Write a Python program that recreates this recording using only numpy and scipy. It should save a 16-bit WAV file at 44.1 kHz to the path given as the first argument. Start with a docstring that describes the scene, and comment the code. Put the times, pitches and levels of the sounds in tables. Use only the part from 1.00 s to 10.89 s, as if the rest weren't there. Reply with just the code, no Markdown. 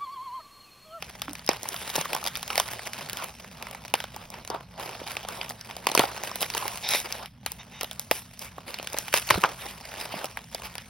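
"""A desk in a quiet, faintly humming room: hands work a taped plastic bundle loose from a torn cardboard box.
A phone lies close by and hears it through two microphone ports.
Creases and tape let go in snaps: a bright noise tick, a short crack of ringing modes, the duller ring of the card.
Many smaller random snaps over hissing friction noise make a rustle that swells with each pull.
A blade scrapes twice and the bundle slides free, both resonant friction noise; the box bumps in low damped tones."""
import sys
import numpy as np
from scipy import signal
from scipy.fft import rfft, irfft, next_fast_len
from scipy.io import wavfile
from scipy.ndimage import uniform_filter1d

SR = 44100
rng = np.random.default_rng(int(sys.argv[2]) if len(sys.argv) > 2 else 0)


def transcribe(u):
    """Save the signal u as a 16-bit wav file named by the first command-line argument.

    u: samples, shape (n,) or (channels, n), limited to [-1, 1]; the rate is SR.
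    q: integer samples, one column per channel.
    """
    v = np.clip(np.atleast_2d(u).T, -1, 1)
    q = np.round(v * 32767).astype(np.int16)
    wavfile.write(sys.argv[1], SR, q)


N = 436149  # samples


def gain_of(db):
    """Decibels to amplitude gain."""
    return 10 ** (np.asarray(db) / 20)


def evened(x):
    """Scales to rms 1."""
    return x / np.sqrt(np.mean(x ** 2) + 1e-20)


def peaked(x):
    """Scales to peak 1."""
    return x / abs(x).max()


def drift(samples, size):
    """Slow random wander of rms 1: white noise averaged twice."""
    noise = rng.standard_normal(samples)
    return evened(uniform_filter1d(uniform_filter1d(noise, size), size))


def read(points, hz):
    """Reads a spectrum on a log-frequency axis."""
    f, value = np.transpose(points)
    return np.interp(np.log(hz + 1), np.log(f + 1), value)


def band(x, lo_hz, hi_hz):
    """Causal band-pass."""
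    sos = signal.butter(3, [lo_hz, min(hi_hz, SR / 2.1)], "band", fs=SR, output="sos")
    return signal.sosfilt(sos, x)


def add(mix, start_s, sound):
    """Mixes a sound in at a time, cut off at the end of the mix."""
    part = mix[..., round(start_s * SR):][..., :sound.shape[-1]]
    part += sound[..., :part.shape[-1]]


# Colour of the empty room: freq_hz, relative_level_db (per Hz)
ROOM_AIR = [(30, -52), (58, 2.5), (86, -7), (121, -3), (189, -8), (239, -2.5), (273, -14), (554, -65),
            (16000, -73)]
AIR_DB = -54.5  # rms of the room noise
# Mains hum in the room: freq_hz, level_db (rms before the waver)
MAINS_HUM = [(59.5, -63), (119, -58.5), (178, -58.5)]


def air():
    """Room rumble and faint hiss as coloured noise, and mains hum wavering in level and phase."""
    hz, t = np.fft.rfftfreq(N, 1 / SR), np.arange(N) / SR
    spectrum = rfft(rng.standard_normal(N)) * gain_of(read(ROOM_AIR, hz))
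    room = gain_of(AIR_DB) * evened(irfft(spectrum, N))
    for f, db in MAINS_HUM:
        waver = drift(N, 3000)
        tone = np.sqrt(2) * np.sin(2 * np.pi * f * t + 3.77 * waver)
        room += gain_of(db) * (1 + 0.32 * waver) * tone
    return room


# The box bumps the desk: start_s, level_db (peak), pitch_hz
BOX_BUMPS = [(0.283, -33, 288), (0.307, -37.5, 287), (0.985, -31.5, 164), (4.996, -31, 144),
             (8.311, -28.5, 116), (8.354, -26.5, 84), (8.376, -25, 189), (8.44, -33, 175),
             (9.157, -36, 187)]


def bumps():
    """Dull thuds of the box: each a low tone that swells briefly and is quickly damped."""
    out, t = np.zeros(N), np.arange(6000) / SR
    for start_s, db, hz in BOX_BUMPS:
        envelope = t * gain_of(-60 * t / 0.035)
        add(out, start_s, gain_of(db) * peaked(np.sin(2 * np.pi * hz * t) * envelope))
    return out


def swell(length_s):
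    """Rise, hold and soft fall of one stroke or drag."""
    rise, fall = 0.17, 0.61  # shares of its length
    u = np.arange(0, 1, 1 / (length_s * SR))
    return np.minimum(u / rise, 1) * np.clip((1 - u) / fall, 0, 1) ** 2


def drags(rows, peaks):
    """Smooth friction noise through the resonances of what is dragged, swelling and fading."""
    hz, out = np.fft.rfftfreq(16384, 1 / SR), np.zeros(N)
    colour = sum(gain_of(db) / (1 + ((hz - f) / width) ** 2) for f, width, db in peaks)
    for (start_s, length_s, db), noise in zip(rows, rng.standard_normal((len(rows), 16384))):
        shape = swell(length_s)
        friction = evened(irfft(rfft(noise) * colour))[:len(shape)]
        add(out, start_s, gain_of(db) * shape * friction)
    return out


# The blade drags along the plastic: start_s, length_s, level_db (rms before the swell)
BLADE_SCRAPES = [(6.588, 0.063, -44), (6.705, 0.22, -47)]
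# Resonances of the blade on plastic: freq_hz, width_hz, level_db (relative)
BLADE_PEAKS = [(900, 210, 0), (2030, 290, -1), (2820, 380, -1), (3700, 100, 4.5), (5000, 500, -17),
               (5950, 500, -5)]


def scrapes():
    """Blade on plastic: friction noise coloured by the resonances of the blade."""
    return drags(BLADE_SCRAPES, BLADE_PEAKS)


# The bundle slides out through its film: start_s, length_s, level_db (rms before the swell)
BUNDLE_SLIDES = [(5.826, 0.11, -31.5), (5.885, 0.16, -27.5)]
# Resonances of the taut film: freq_hz, width_hz, level_db (relative)
FILM_PEAKS = [(775, 190, -2), (2280, 320, -0.5), (3730, 260, 2.5), (5370, 530, -3.5)]


def slides():
    """Bundle sliding free: friction noise coloured by the resonances of its taut film."""
    return drags(BUNDLE_SLIDES, FILM_PEAKS)


def tilted(db, tilt_db):
    """Gains of crackle, card rustle and plastic fizz; the tilt leans from card towards plastic."""
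    return gain_of([db, db - 4.5 - tilt_db, db + 1 + tilt_db])


# How hard the hands work the bundle: start_s, level_db (of the crackle band), tilt_db (card to plastic)
HAND_WORK = [(0.0, -57, -3.5), (0.52, -57, -2), (0.82, -52, -0.7), (2.07, -49, -3.5), (2.39, -56.5, -2.8),
             (3.41, -59.5, -4.5), (3.7, -64, -5.5), (3.8, -50.5, -11), (3.99, -50, -6), (4.71, -57, -3),
             (4.96, -45.5, -7), (5.84, -50, 1.3), (6.11, -52, -3), (6.27, -75, -8), (6.46, -64, -5),
             (6.94, -57, -2.5), (7.38, -60, -1), (7.68, -60.5, -6.5), (7.85, -53, -2.5), (8.32, -48.5, 2.5),
             (8.76, -57.5, -3.5), (8.9, -47, -3.5), (9.09, -51.5, -5.5), (9.36, -57.5, -2), (9.5, -60, -1),
             (9.55, -52.5, -3), (9.89, -57, -2.5)]


def handling():
    """Level of the steady handling, gliding from row to row, band by band."""
    start_s, db, tilt_db = np.transpose(HAND_WORK)
    t = np.arange(N) / SR
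    return tilted(np.interp(t, start_s, db), np.interp(t, start_s, tilt_db))


# Pulls and rubs that swell out of the rustle:
# start_s, length_s, level_db (of the crackle band, at full swell), tilt_db (card to plastic)
HAND_STROKES = [(0.593, 0.72, -43, -2.5), (0.928, 0.16, -36.5, -2), (1.063, 0.21, -42, -5.5),
                (1.237, 0.062, -49, -12), (1.498, 0.19, -41, -2.5), (1.701, 0.076, -42.5, 1),
                (2.006, 0.057, -44, -5), (2.143, 0.22, -43, -5.5), (2.55, 0.45, -55.5, -8),
                (3.119, 0.23, -51, -6), (3.302, 0.17, -48.5, -8.5), (3.493, 0.17, -50.5, -16.5),
                (3.77, 0.26, -46.5, -2.5), (4.057, 0.15, -44, -3), (4.26, 0.33, -44, -5),
                (4.678, 0.12, -53, -10.5), (4.963, 0.18, -37, -4.5), (5.228, 0.12, -44, 0),
                (5.399, 0.083, -36.5, -1.5), (5.507, 0.39, -40.5, -3), (5.871, 0.22, -34.5, 2.5),
                (6.038, 0.056, -38.5, -5.5), (6.101, 0.16, -44, -3.5), (6.184, 0.13, -47, -6),
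                (7.107, 0.17, -46, 5), (7.384, 0.15, -46.5, -0.5), (7.66, 0.13, -45, -3.5),
                (7.906, 0.26, -46.5, -3), (8.129, 0.1, -31.5, 0.5), (8.274, 0.14, -37, -3.5),
                (8.429, 0.047, -41.5, -20), (8.565, 0.29, -43.5, -2.5), (8.974, 0.14, -42, -2),
                (9.086, 0.26, -41, -6), (9.628, 0.089, -43, -3)]


def strokes(settling):
    """Level of the strokes and of the settling after snaps, added up in power, band by band."""
    power = np.zeros((3, N))
    for start_s, length_s, db, tilt_db in HAND_STROKES:
        add(power, start_s, (tilted(db, tilt_db)[:, None] * swell(length_s)) ** 2)
    return np.sqrt(power + settling)


def crackle(per_s, spread_db, clumps):
    """Small snaps at random moments, each crease with its own colour, a few larger than the rest."""
    creases = []
    for v in rng.standard_normal((150, 1003)):
        card_hz, crack_hz = 750 * 2 ** (0.041 * v[99]), 3000 * 2 ** (0.21 * v[98])
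        part_gains = gain_of(1.34 * v[1000:, None, None])
        creases.append(part_gains * snap(v[:1000], card_hz, crack_hz))
    when, size, which = rng.random((round(per_s * N / SR), 3)).T
    size_db = spread_db * np.minimum(-np.log(size + 1e-9), 3)
    gains = gain_of(size_db) * clumps[(when * N).astype(int)]
    out = np.zeros((3, 2, N))
    for start_s, gain, k in zip(when * N / SR, gains, (which * len(creases)).astype(int)):
        add(out, start_s, gain * creases[k])
    return out


def sliding(patchy_db, flat, blur):
    """White noise through the blurred resonances of the sheet, its colour drifting as the grip changes."""
    hz, _, z = signal.stft(rng.standard_normal((2, N)), SR, nperseg=256)
    modes = CARD_MODES + CRACK_MODES
    peaks = sum(gain_of(db) / (1 + ((hz - f) * t60 / blur) ** 2) for f, db, t60 in modes)
    colour = flat * (1 + hz / 6000) + peaks
    patches = uniform_filter1d(rng.standard_normal(z.shape[1:]), 4, 0)  # across frequency
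    patches = evened(uniform_filter1d(patches, 14, 1))  # along time
    shaped = z * colour[:, None] * gain_of(patchy_db * patches)
    return signal.istft(shaped, SR, nperseg=256)[1][:, :N]


def hiss(noise, lo_hz, hi_hz, same):
    """One band of noise, partly alike left and right."""
    a, b = band(noise, lo_hz, hi_hz)
    same = min(same, 1)
    return evened(np.array([a, same * a + np.sqrt(1 - same ** 2) * b]))


# Crack, card and tick bands as the two ports hear them:
# low_hz, high_hz, left_right_likeness (0-1), room_tail_db (re snap), tail_t60_s
PORT_BANDS = [(1360, 6250, 0.87, -18.5, 0.039), (342, 1264, 0.61, -37, 0.067), (5920, 14500, 1, -53, 0.064)]


def rustle(levels, rubs, tails, clump_db, grain_db, grit_db):
    """Clumped crackle over sliding hiss, gritty where surfaces rub hard; the snaps' room tails are hiss too."""
    clumps = gain_of(clump_db * drift(N, 300))
    soft = sliding(patchy_db=3.5, flat=0.2, blur=12.0)
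    rasp = sliding(patchy_db=4, flat=0.2, blur=1.5)  # hard rubbing shows the resonances plainly
    grit = evened(gain_of(grit_db * drift(N, 40)))
    out = np.zeros((2, N))
    parts = crackle(per_s=350, spread_db=4.0, clumps=clumps)
    for part, level, rub, tail, share_db, (*edges, _, _) in zip(parts, levels, rubs, tails, grain_db, PORT_BANDS):
        grain_level = np.hypot(level, gain_of(-5) * rub)  # a stroke slides more than it crackles
        out += grain_level * gain_of(share_db) * evened(part)
        out += hiss(soft, *edges) * np.hypot(level * clumps ** 0.16, tail)
        out += hiss(rasp, *edges) * rub * clumps ** 0.31 * grit
    return out


def ring(modes, luck, rise_s, spread_db, detune, centre_hz, narrow_db):
    """A snap rings the sheet's modes with its own weights and tuning; higher modes build up more slowly."""
    t = np.arange(900) / SR
    hz, db, t60 = np.transpose(modes)[:, :, None]
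    weight, tune, phase = luck.reshape(3, -1, 1)
    db = db - narrow_db * np.log2(hz / centre_hz) ** 2  # modes far from the centre are weaker
    tones = np.sin(2 * np.pi * hz * (1 + detune * tune) * t + 2 * phase)
    decay = gain_of(db + spread_db * weight - 60 * t / t60)
    rise = 1 - np.exp(-(t * centre_hz / hz / rise_s) ** 2)
    return (decay * tones * rise).sum(0)


# Ringing of the card: freq_hz (before detuning), level_db (relative), t60_s
CARD_MODES = [(319, 1.5, 0.013), (541, -4.5, 0.013), (701, -5, 0.016), (877, -6.5, 0.021),
              (1042, 6.5, 0.0058), (1332, -2, 0.015)]
# Ringing of the crack: freq_hz (before detuning), level_db (relative), t60_s
CRACK_MODES = [(1700, -4.5, 0.0044), (2276, 2.5, 0.0036), (2900, 0.5, 0.0037), (3710, 0, 0.0044),
               (4970, -1, 0.0073), (5680, -7, 0.011)]


def snap(luck, card_hz, crack_hz):
    """Crack, card ring and tick of one crease, each left and right: two sets of modes and a noise burst."""
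    t = np.arange(900) / SR
    fade = t ** 2 * np.exp(-t / 0.00022) + 4e-6 * t * np.exp(-t / 0.0015)
    burst = luck[100:] + 0.25 * np.outer([1, -1], luck[:99:-1])
    tick = band(burst * fade, 4600, 15900)
    # each port hears the sheet from its own angle
    sides = luck[:36] + 0.15 * luck[36:108].reshape(2, -1)
    crack = [ring(CRACK_MODES, v[:18], rise_s=0.001, spread_db=3.5, detune=0.078,
                  centre_hz=crack_hz, narrow_db=11) for v in sides]
    card = [ring(CARD_MODES, v[18:], rise_s=0.0012, spread_db=0.5, detune=0.11,
                 centre_hz=card_hz, narrow_db=13.0) for v in sides]
    card = band(np.array(card), 152, 8800)
    return np.array([[peaked(v) for v in part] for part in (crack, card, tick)])


def fading(power, t60_s):
    """Lets each burst of power die away by 60 dB in t60_s."""
    return signal.lfilter([1], [1, -gain_of(-120 / t60_s / SR)], power)


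# Close snaps that stand out:
# start_s, crack_db, card_db, tick_db (each peak), card_centre_hz, crack_centre_hz
CLOSE_SNAPS = [(0.024, -21.5, -30, -24, 830, 3370), (0.2185, -17.5, -26, -17, 1100, 4400),
               (0.281, -26.5, -25, -44.0, 900, 1650), (0.294, -29, -37, -29, 870, 3400),
               (0.332, -42, -38, -18.5, 850, 3740), (0.353, -23.5, -38, -28, 980, 3100),
               (0.3932, -30, -39, -34, 950, 3340), (0.4637, -41, -51, -20, 840, 4130),
               (0.476, -19, -40, -30, 840, 4900), (0.49, -5.5, -7, -8, 600, 3700),
               (0.532, -28, -27.5, -21, 850, 2900), (0.6315, -29, -31.5, -18, 554, 4760),
               (0.655, -29, -24.5, -30, 825, 2000), (0.6881, -41, -49, -11.5, 890, 4520),
               (0.743, -23.5, -26.5, -21, 990, 2020), (0.763, -22.5, -31, -25, 1030, 3770),
               (0.962, -23, -23, -10, 1070, 3530), (0.98, -31, -17, -35, 577, 2060),
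               (1.012, -16, -23.5, -15, 800, 3860), (1.0556, -23, -23, -24, 1000, 2400),
               (1.1316, -16, -20.5, -13.5, 860, 2960), (1.1488, -20, -19, -14, 776, 4710),
               (1.1642, -21.5, -22.5, -22, 1020, 3150), (1.2278, -45, -26, -40, 1000, 2000),
               (1.2407, -25, -37, -16, 780, 4280), (1.263, -15, -24.5, -15.0, 990, 4030),
               (1.2731, -15, -27, -13, 875, 3740), (1.2807, -23, -40, -16, 960, 3780),
               (1.3542, -18.5, -33, -21, 1080, 3050), (1.3615, -20, -39, -30, 900, 3860),
               (1.3715, -31, -31, -17, 1000, 2700), (1.429, -19.5, -27, -17, 1120, 3060),
               (1.478, -30, -40, -20, 1040, 3300), (1.5029, -16, -19.5, -23, 1210, 3400),
               (1.53, -22, -41, -24, 1040, 3510), (1.5562, -17, -28, -12, 810, 3290),
               (1.5786, -10, -14, -4.5, 706, 3050), (1.599, -11, -12, -5, 860, 3330),
               (1.6863, -21.5, -29, -23.5, 1180, 1880), (1.793, -23, -33, -28, 834, 2490),
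               (1.872, -22.5, -38, -20, 870, 2720), (1.933, -21, -45, -20, 1170, 3000),
               (2.0968, -22, -41, -18, 800, 2940), (2.1313, -23, -34, -16, 610, 4010),
               (2.171, -21.5, -39, -20, 990, 3000), (2.242, -27, -29, -16, 1020, 4380),
               (2.445, -31, -37, -32, 930, 1970), (2.6251, -22, -34, -21.5, 850, 3420),
               (2.669, -26.5, -29.5, -27, 970, 2320), (2.711, -31, -36, -27, 740, 3380),
               (2.748, -27.5, -29.5, -24, 1060, 1890), (2.85, -29, -30.5, -29, 725, 2710),
               (2.8804, -28.5, -42, -29, 800, 3370), (2.9392, -6.5, -9, -7, 840, 3120),
               (3.003, -18.5, -27.5, -22, 920, 2700), (3.04, -21.5, -24.5, -23, 940, 3250),
               (3.1627, -34, -29, -24, 820, 2630), (3.3023, -42, -38, -22.5, 830, 4570),
               (3.449, -31, -37, -26, 700, 2850), (3.4761, -30, -37, -23, 900, 3440),
               (3.501, -23, -20.5, -21, 680, 4920), (3.797, -29, -26.5, -25, 780, 3500),
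               (4.016, -45, -26.5, -42, 605, 1700), (4.075, -24, -39, -30, 1100, 2970),
               (4.1173, -26, -30, -20.5, 930, 3610), (4.168, -15.5, -25, -22, 1030, 2560),
               (4.249, -27.5, -26, -41, 810, 3240), (4.2864, -25, -25.5, -17.5, 960, 4060),
               (4.413, -15, -28, -37, 790, 2970), (4.444, -35, -40, -33, 840, 4500),
               (4.4932, -38, -45, -20.5, 940, 4900), (4.499, -27, -35, -21, 730, 4560),
               (4.5067, -26, -25.5, -24, 820, 1840), (4.6105, -27, -49, -28, 960, 4900),
               (4.71, -25.5, -34.5, -32, 1060, 2960), (4.766, -26.5, -28.5, -21, 780, 4790),
               (4.869, -7.5, -9.0, -9, 855, 3580), (4.898, -24, -22.5, -23, 750, 2500),
               (4.916, -18, -25, -16, 700, 4500), (4.95, -9.5, -10.5, -2, 720, 3770),
               (4.9761, -4, -9, -5, 750, 2580), (4.9935, -5, -7.5, -1.5, 514, 2850),
               (4.9994, -19, -10, -26.5, 945, 2210), (5.0172, -30, -19, -26.0, 1070, 2940),
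               (5.0366, -27, -11.5, -33.0, 730, 2680), (5.2354, -22.5, -25, -15, 850, 2240),
               (5.3139, -26, -24, -29, 830, 3600), (5.357, -23, -27, -12.5, 860, 4340),
               (5.407, -22, -36, -18, 1070, 5000), (5.416, -20, -27, -12, 670, 4890),
               (5.4228, -19, -40, -10, 830, 3590), (5.428, -14, -21, -16, 895, 3570),
               (5.501, -19.5, -31, -18, 810, 3870), (5.538, -20, -46, -23, 1200, 3560),
               (5.5492, -21, -21, -16, 716, 2630), (5.578, -16.5, -27.5, -14, 734, 2840),
               (5.625, -26, -24.5, -36, 1030, 3000), (5.654, -30, -22, -37, 634, 4800),
               (5.6796, -19, -31, -10.5, 860, 3130), (5.757, -28, -34.5, -21, 895, 2500),
               (5.889, -11.5, -32, -11, 870, 4170), (5.9354, -11.5, -24, -26, 870, 3140),
               (5.9479, -16.5, -19, -19, 744, 3580), (6.001, -22, -32, -17, 800, 4520),
               (6.1241, -16.5, -50, -17.5, 940, 4860), (6.2586, -26.5, -49, -25.5, 660, 3000),
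               (6.4619, -14.5, -24.5, -13.5, 950, 3150), (6.5184, -28, -35, -15.5, 730, 4370),
               (6.8102, -15.5, -29, -17.5, 756, 3600), (6.8318, -23, -23, -14, 720, 3360),
               (6.844, -22.5, -31, -20, 770, 3190), (6.912, -23, -32.5, -23, 850, 4520),
               (6.931, -44, -52, -28, 900, 4500), (6.9953, -24.5, -36, -11, 820, 4300),
               (7.1121, -7.5, -9.5, -4, 740, 2450), (7.3924, -28.5, -56, -21, 930, 4870),
               (7.5814, -37, -25.5, -37, 750, 1830), (7.742, -19, -33, -22, 720, 3800),
               (7.787, -23.5, -40, -24, 820, 2920), (7.7973, -24, -25.5, -36.0, 680, 3000),
               (7.828, -29, -29.5, -25.5, 706, 2940), (7.8723, -19, -35, -18.5, 920, 2330),
               (7.9314, -31, -37, -19, 770, 3510), (7.9436, -25, -22.5, -35.5, 720, 3380),
               (7.975, -22, -49, -23, 1170, 2550), (7.9857, -17.5, -31, -7, 690, 5140),
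               (8.0816, -22.5, -31, -25, 890, 2680), (8.1281, -16.5, -42, -18, 800, 2130),
               (8.1396, -2.5, -9, -1, 890, 2470), (8.174, -20, -28, -8.5, 960, 4260),
               (8.1975, -24, -50, -17, 900, 3500), (8.2893, -16.5, -40, -24, 1040, 4700),
               (8.303, -9, -15, -8.5, 1030, 2300), (8.3064, -0.5, -4, -4, 1090, 2330),
               (8.342, -17, -16.5, -31, 1210, 2050), (8.356, -28, -18, -35, 840, 2270),
               (8.3767, -30, -18.5, -34.5, 420, 2890), (8.4177, -28, -42, -20, 870, 3350),
               (8.4374, -7.5, -3.5, -15, 1000, 2270), (8.446, -13, -6.5, -39, 1100, 2120),
               (8.454, -21, -20, -42, 1200, 2300), (9.1395, -42, -21.5, -39, 524, 2920),
               (9.2436, -22.5, -18.5, -16, 780, 2930), (9.256, -25, -38, -20, 900, 5000),
               (9.372, -20.5, -22, -25, 1270, 1920), (9.547, -20.5, -25, -16, 605, 4640),
               (9.6196, -30, -34, -30, 1040, 2410), (9.7537, -23.5, -31.5, -23.5, 770, 2830),
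               (9.781, -22, -35, -23, 660, 4070)]
# The sheet keeps rustling after a snap: one level_db (re snap) each for crack, card, tick
SETTLING_DB = [-28.5, -28.5, -34]


def snaps():
    """The standout snaps, the levels of their decaying room tails, and the power of the sheet settling."""
    out, power = np.zeros((2, N)), np.zeros((3, N))
    lucks = rng.standard_normal((len(CLOSE_SNAPS), 1000))
    for (start_s, *db, card_hz, crack_hz), luck in zip(CLOSE_SNAPS, lucks):
        parts = gain_of(db)[:, None, None] * snap(luck, card_hz, crack_hz)
        add(out, start_s, parts.sum(0))
        add(power, start_s + 0.0025, gain_of(db)[:, None] ** 2)
    tails = [gain_of(2 * db) * fading(p, t60_s) for p, (_, _, _, db, t60_s) in zip(power, PORT_BANDS)]
    settling = fading(power, t60_s=0.28) * gain_of(SETTLING_DB)[:, None] ** 2
    return out, np.sqrt(tails), settling


def scene():
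    """Room air, bumps, slides, scrapes, rustle and snaps together."""
    single, tails, settling = snaps()
    rustling = rustle(handling(), strokes(settling), tails,
                      clump_db=3.5, grain_db=[2.5, 1.5, 1.2], grit_db=0.5)
    return air() + bumps() + slides() + scrapes() + rustling + single


# Balance of the two ports: freq_hz, left_re_right_db
PORT_BALANCE = [(60, 2), (150, -1.5), (380, -3.5), (950, -1), (2380, -1.5), (15000, 1)]
# The right port hears the treble late: freq_hz, lag_half_turns
PORT_LAG = [(0, 0), (4900, .06), (7420, 1), (13600, 3), (22050, 5.7)]


def record(dry):
    """Two microphone ports, treble lag on the right, mids leaning right; rounded peaks, then a band limit."""
    limit, edge_hz = 0.97, 16250  # the converter rounds off the tallest peaks
    size = next_fast_len(N + 1024)
    hz = np.fft.rfftfreq(size, 1 / SR)
    lean = gain_of(read(PORT_BALANCE, hz) / 2)
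    lag = np.exp(-1j * np.pi * np.interp(hz, *np.transpose(PORT_LAG)))
    ports = irfft(rfft(dry, size) * np.array([lean, lag / lean]), size)[:, :N]
    rounded = limit * np.tanh(ports / limit)
    low_pass = signal.firwin(201, edge_hz, window=("kaiser", 9), fs=SR)
    return signal.oaconvolve(rounded, low_pass[None], "same")


dry = scene()
out = record(dry)
transcribe(out)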